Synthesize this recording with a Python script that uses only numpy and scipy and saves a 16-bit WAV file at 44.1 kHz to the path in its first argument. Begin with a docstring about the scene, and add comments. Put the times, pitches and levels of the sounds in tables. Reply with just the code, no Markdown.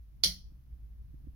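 """A low narrow-band rumble near 55 Hz that fades at random (drawn as a tone on one set course of frequency and
level), broader rumble and hiss (shaped noise) sound throughout. At about 0.23 s a plastic rocker switch in a
small wood-lined space makes a faint first touch, then snaps over; filtered noise bursts give the snap and its
returns from near walls, decaying noise the short dense tail, and damped sines the panel boom. From 0.5 s a few
soft bumps, low tone pulses, strike the hand-held two-port microphone, mostly at the right port."""
import sys
import numpy as np
from scipy import signal
from scipy.fft import rfft, irfft
from scipy.io import wavfile
from scipy.ndimage import uniform_filter1d

SR = 44100
rng = np.random.default_rng(int(sys.argv[2]) if len(sys.argv) > 2 else 0)


def digitize_waveform(pressure):
    """Quantize a signal to 16-bit integers and store it at the path in sys.argv[1].

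    Rows of a 2-D input are taken as channels; values are limited to [-1, 1].
    """
    field = np.atleast_2d(pressure).T
    bounded = np.clip(field, -1, 1)
    quanta = np.round(bounded * 32767).astype(np.int16)
    wavfile.write(sys.argv[1], SR, quanta)


N = 59535  # length of the scene in samples

# First touch, snap and early returns: (time [s], left peak [dB], right peak [dB],
# Gaussian half-width [s], treble emphasis before peak scaling [dB])
ARRIVALS = [(0.2342, -35, -33, .0008, -0.5), (.2367, -16, -9.5, 0.00051, -9), (.2372, -17, -5, .0003, -7),
            (.2381, -19.5, -18.5, 0.00044, -7.5), (.2394, -14.5, -10.5, .0005, -8),
            (0.2403, -24.5, -14.5, 0.00042, -7), (0.2421, -15, -14, .0007, 5),
            (0.2438, -11, -15, .0004, -1.5), (0.2454, -12.5, -19, 0.00018, 0), (.2457, -20, -15, .0005, -1),
            (.2471, -16, -18, 0.00033, 2.5)]
# Colour of the snap: (frequency [Hz], relative spectral level [dB])
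SNAP_SPECTRUM = [(410, -28), (700, -19.5), (810, -39), (1450, -23), (1700, -30.5), (1870, -15.5),
                 (2130, -15), (2670, -22.5), (3180, -1), (3820, -11), (4200, 3.5), (5190, -2), (6090, -7.5),
                 (6500, -15.5), (7730, -21.5), (8260, -34), (10100, -9), (13900, -26), (15000, -18.5),
                 (16000, -26), (16700, -48.5)]
# Colour difference between the ports: (frequency [Hz], left minus right [dB])
SNAP_SIDE = [(700, 0.5), (1200, 2.5), (2000, -2.5), (3200, -6.5), (4300, -4.5), (5000, -3), (5600, 13),
             (6500, 3.5), (8000, 1), (10000, 11.5), (12000, 0), (15000, 0.5)]
TREBLE_HZ = 8600  # where the treble emphasis begins

# Main decay of the room: (frequency [Hz], T60 [s])
ROOM_DECAY = [(400, 0.23), (1000, .25), (2000, .22), (3000, 0.15), (5000, .17), (8000, 0.19), (11000, 0.16),
              (15000, 0.25)]
# Weaker, slower second decay: (frequency [Hz], T60 [s])
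LINGER_DECAY = [(700, .28), (2000, .27), (3300, .32), (4300, .31), (5500, .34), (8000, .28), (11000, .28),
                (15000, .25)]
LINGER_DB = -12  # second decay relative to the first at onset
TAIL_START_S, TAIL_RISE_S, TAIL_DB = 0.2375, 0.021, -18.5

# Panel modes: (frequency [Hz], peak level before port balance [dB], time to peak [s], T60 [s])
PANEL_MODES = [(88.16, -43.5, .015, 0.18), (148, -51.5, .07, 0.093), (181.5, -42, .035, 0.35),
               (322.3, -49, 0.0266, 0.034), (418, -51.5, 0.023, 0.087), (550, -52, 0.022, 0.076),
               (711.2, -50, 0.0059, 0.06986)]
PANEL_START_S, PANEL_SIDE_DB = 0.236, -4  # side level is left minus right
PANEL_PHASE_RAD = 1  # phase between the ports

# Soft bumps: (time [s], push level at right port [dB], ring level at right port [dB])
BUMPS = [(0.518, -46, -58.5), (1.139, -39.5, -48), (1.241, -44, -57), (1.269, -46, -42.5)]
BUMP_LEFT_DB = -16  # left port relative to right
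PUSH_HZ, PUSH_S, RING_HZ, RING_S = 113.1, 0.005, 270.4, 0.0048  # tones and Gaussian half-widths
KNOCK_HZ, KNOCK_DB = 517, -22  # weaker upper ring, relative to the main ring

# Low narrow-band rumble, drawn as one tone: (time [s], frequency [Hz], RMS level of the shared tone [dB])
LOW_BAND_TRACK = [(0, 61.1, -46.5), (0.05, 51.9, -53), (0.11, 53.54, -53), (0.165, 51.64, -56.5),
                  (0.202, 58.36, -52), (0.246, 62.9, -60), (0.284, 58.97, -41.5), (0.331, 54.2, -46.5),
                  (0.375, 46.88, -65), (0.411, 48.67, -54), (0.457, 57.7, -48), (0.5, 56.83, -54),
                  (0.535, 60.12, -57), (0.571, 60.63, -51), (0.61, 67.33, -60), (0.64, 65.24, -73),
                  (0.678, 54.1, -47.5), (0.704, 55, -60), (0.733, 58.3, -38), (0.776, 61.13, -58),
                  (0.805, 54.18, -49.5), (0.855, 53.16, -42.7), (0.885, 54.4, -56), (0.915, 54.4, -45),
                  (0.965, 60.47, -53), (1.016, 54.2, -45), (1.05, 53.43, -57), (1.09, 62, -57.5),
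                  (1.14, 56.56, -51), (1.18, 50.8, -49.5), (1.22, 52.42, -63.5), (1.26, 64.4, -50),
                  (1.29, 61.4, -40.5), (1.35, 56.7, -67.5)]
LOW_BAND_APART_DB = -14.5  # opposed part at the two ports, relative to the shared tone
BUZZ_HZ, BUZZ_WIDTH_HZ, BUZZ_DB = 124.4, 4.4, -68.5

# Colour of rumble and hiss: (frequency [Hz], relative spectral level [dB])
AIR_SPECTRUM = [(15, -16), (28, -10.5), (45, -10.5), (70, -11), (90, -15.5), (140, -20.5), (200, -27),
                (300, -37), (400, -45), (600, -49.5), (1500, -55.5), (3500, -60.5), (6200, -62.5),
                (7000, -69), (8600, -72), (9500, -63.5), (12000, -59), (15300, -59.5), (15900, -63.5),
                (16700, -80.5)]
# Likeness of the ports, negative values read as zero: (frequency [Hz], correlation [ratio])
AIR_LIKENESS = [(30, 0.99), (60, 0.4), (120, 0.52), (180, 0.047), (330, .45), (500, .1), (1600, -.1),
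                (15000, .01)]
# Difference of the ports: (frequency [Hz], left minus right [dB])
AIR_SIDE = [(60, 0.5), (180, -3), (550, -1), (1650, -1.5), (4970, 2), (15000, 2.5)]
# Swell of the rumble: (time [s], relative level [dB])
RUMBLE_SWELL = [(0, -12), (.2, -0.5), (.3, 0.5), (.55, -2.5), (.63, -6), (.7, -2), (1.0, -3), (1.35, 0)]
AIR_DB, RUMBLE_TOP_HZ = -52.5, 900

EDGE_HZ = 16600  # upper band limit


def gain_of(db):
    """The decibel law: amplitude ratio from level."""
    return 10 ** (np.asarray(db) / 20)


def evened(x):
    """Normalization to unit RMS."""
    return x / np.sqrt(np.mean(x ** 2) + 1e-20)


def read(points, hz):
    """Linear interpolation over logarithmic frequency."""
    f, value = np.transpose(points)
    return np.interp(np.log(hz + 1), np.log(f + 1), value)


def add(mix, start_s, sound):
    """Superposition of a sound on the mix from a given time."""
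    part = mix[..., round(start_s * SR):][..., :sound.shape[-1]]
    part += sound[..., :part.shape[-1]]


def ports(side_db):
    """Level difference split equally between the left and right gains."""
    return gain_of(np.array([side_db / 2, -side_db / 2]))


def causal(db):
    """Minimum phase: folding the cepstrum gives a causal response with a chosen level spectrum."""
    cepstrum = irfft(np.log(gain_of(np.maximum(db, -100))))
    half = len(cepstrum) // 2
    folded = np.r_[cepstrum[0], 2 * cepstrum[1:half], cepstrum[half], np.zeros(half - 1)]
    return irfft(np.exp(rfft(folded)))[:half]


def snap():
    """Source-filter principle: brief contact chatter excites switch and port, then returns early."""
    hz = np.fft.rfftfreq(2048, 1 / SR)
    t = np.arange(-80, 80) / SR
    treble_weight = 1 / (1 + (TREBLE_HZ / (hz + 1)) ** 8)
    out = np.zeros((2, N))
    for ear, side_share in enumerate((0.5, -0.5)):
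        colour_db = read(SNAP_SPECTRUM, hz) + side_share * read(SNAP_SIDE, hz)
        chatters = rng.standard_normal((len(ARRIVALS), len(t)))
        for (time_s, left_db, right_db, width_s, treble_db), chatter in zip(ARRIVALS, chatters):
            smooth_db = uniform_filter1d(colour_db + treble_db * treble_weight, size=19)
            burst = chatter * np.exp(-(t / width_s) ** 2)
            click = np.convolve(burst, causal(smooth_db))
            peak_gain = gain_of((left_db, right_db)[ear])
            add(out[ear], time_s + t[0], peak_gain * click / abs(click).max())
    return out


def tail():
    """Diffuse reverberation: dense reflections decay band by band, independently at the two ports."""
    noise = rng.standard_normal((2, SR // 2))
    hz, t, bands = signal.stft(noise, SR, nperseg=512, noverlap=448)
    colour = evened(gain_of(read(SNAP_SPECTRUM, hz)) * ports(read(SNAP_SIDE, hz)))
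    main_db = -60 * t / read(ROOM_DECAY, hz)[:, None]
    linger_db = LINGER_DB - 60 * t / read(LINGER_DECAY, hz)[:, None]
    decay = np.hypot(gain_of(main_db), gain_of(linger_db))  # sum of the two powers
    diffuse = signal.istft(bands * colour[..., None] * decay, SR, nperseg=512, noverlap=448)[1]
    rise = np.sqrt(np.minimum(np.arange(diffuse.shape[1]) / SR / TAIL_RISE_S, 1))
    out = np.zeros((2, N))
    add(out, TAIL_START_S, gain_of(TAIL_DB) * diffuse * rise)
    return out


def panel():
    """Modal vibration: low modes of the wall panel swell and decay exponentially after the snap."""
    t = np.arange(SR // 2) / SR
    lead = np.array([[0.5], [-0.5]]) * PANEL_PHASE_RAD
    boom = np.zeros((2, len(t)))
    for k, (hz, peak_db, peak_s, t60_s) in enumerate(PANEL_MODES):
        swell = np.sin(np.pi / 2 * np.minimum(t / peak_s, 1)) ** 2
        decay = gain_of(peak_db - 60 * np.maximum(t - peak_s, 0) / t60_s)
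        # Successive modes lead at opposite ports.
        boom += decay * swell * np.sin(2 * np.pi * hz * t + (-1) ** k * lead)
    out = np.zeros((2, N))
    add(out, PANEL_START_S, boom * ports(PANEL_SIDE_DB)[:, None])
    return out


def bumps():
    """Impulsive excitation: short low pushes against the microphone body, which rings briefly."""
    out = np.zeros(N)
    t = np.arange(-800, 800) / SR
    push = -np.exp(-(t / PUSH_S) ** 2) * np.cos(2 * np.pi * PUSH_HZ * t + 1)
    knock = gain_of(KNOCK_DB) * np.sin(2 * np.pi * KNOCK_HZ * t)
    ring = np.exp(-(t / RING_S) ** 2) * (np.sin(2 * np.pi * RING_HZ * t) + knock)
    for time_s, push_db, ring_db in BUMPS:
        bump = gain_of(push_db) * push + gain_of(ring_db) * ring
        add(out, time_s + PUSH_S + t[0], bump)  # centred PUSH_S after its time
    return out * gain_of([[BUMP_LEFT_DB], [0]])


def narrow_rumble():
    """Narrow-band rumble drawn as frequency and amplitude modulation of a low tone, with narrow-band noise
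    about an octave above."""
    time_s, pitch_hz, level_db = np.transpose(LOW_BAND_TRACK)
    t = np.arange(N) / SR
    slow_noise = uniform_filter1d(uniform_filter1d(rng.standard_normal(N), 2000), 2000)
    drift = evened(slow_noise)
    cycles = np.cumsum(np.interp(t, time_s, pitch_hz)) / SR
    phase = 2 * np.pi * (cycles + rng.random())
    apart = gain_of(LOW_BAND_APART_DB) * np.outer([1, -1], drift * np.cos(phase))
    tone = np.sqrt(2) * gain_of(np.interp(t, time_s, level_db)) * (np.sin(phase) + apart)
    hz = np.fft.rfftfreq(N, 1 / SR)
    resonance = 1 / (1 + ((hz - BUZZ_HZ) / BUZZ_WIDTH_HZ) ** 4)
    buzz = irfft(rfft(rng.standard_normal(N)) * resonance, N)
    return tone + gain_of(BUZZ_DB) * evened(buzz)


def air():
    """Partial coherence: swelling rumble largely shared at its lowest, steady hiss nearly independent."""
    hz = np.fft.rfftfreq(N, 1 / SR)
    first, second = rfft(rng.standard_normal((2, N)))
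    likeness = np.clip(read(AIR_LIKENESS, hz), 0, 1)
    right = likeness * first + np.sqrt(1 - likeness ** 2) * second
    colour = evened(gain_of(read(AIR_SPECTRUM, hz)))
    spectrum = np.array([first, right]) * ports(read(AIR_SIDE, hz)) * colour
    low_share = 1 / (1 + (hz / RUMBLE_TOP_HZ) ** 2)
    rumble = irfft(spectrum * low_share, N)
    hiss = irfft(spectrum * (1 - low_share), N)
    swell = gain_of(np.interp(np.arange(N) / SR, *np.transpose(RUMBLE_SWELL)))
    return gain_of(AIR_DB) * (swell * rumble + hiss)


def scene():
    """Superposition of all sources at the two ports."""
    return snap() + tail() + panel() + bumps() + narrow_rumble() + air()


def record(dry):
    """Band limitation by a symmetric, linear-phase low-pass filter."""
    low_pass = signal.firwin(511, EDGE_HZ, window=("kaiser", 9), fs=SR)
    return signal.oaconvolve(dry, low_pass[None], "same")


dry = scene()
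out = record(dry)
digitize_waveform(out)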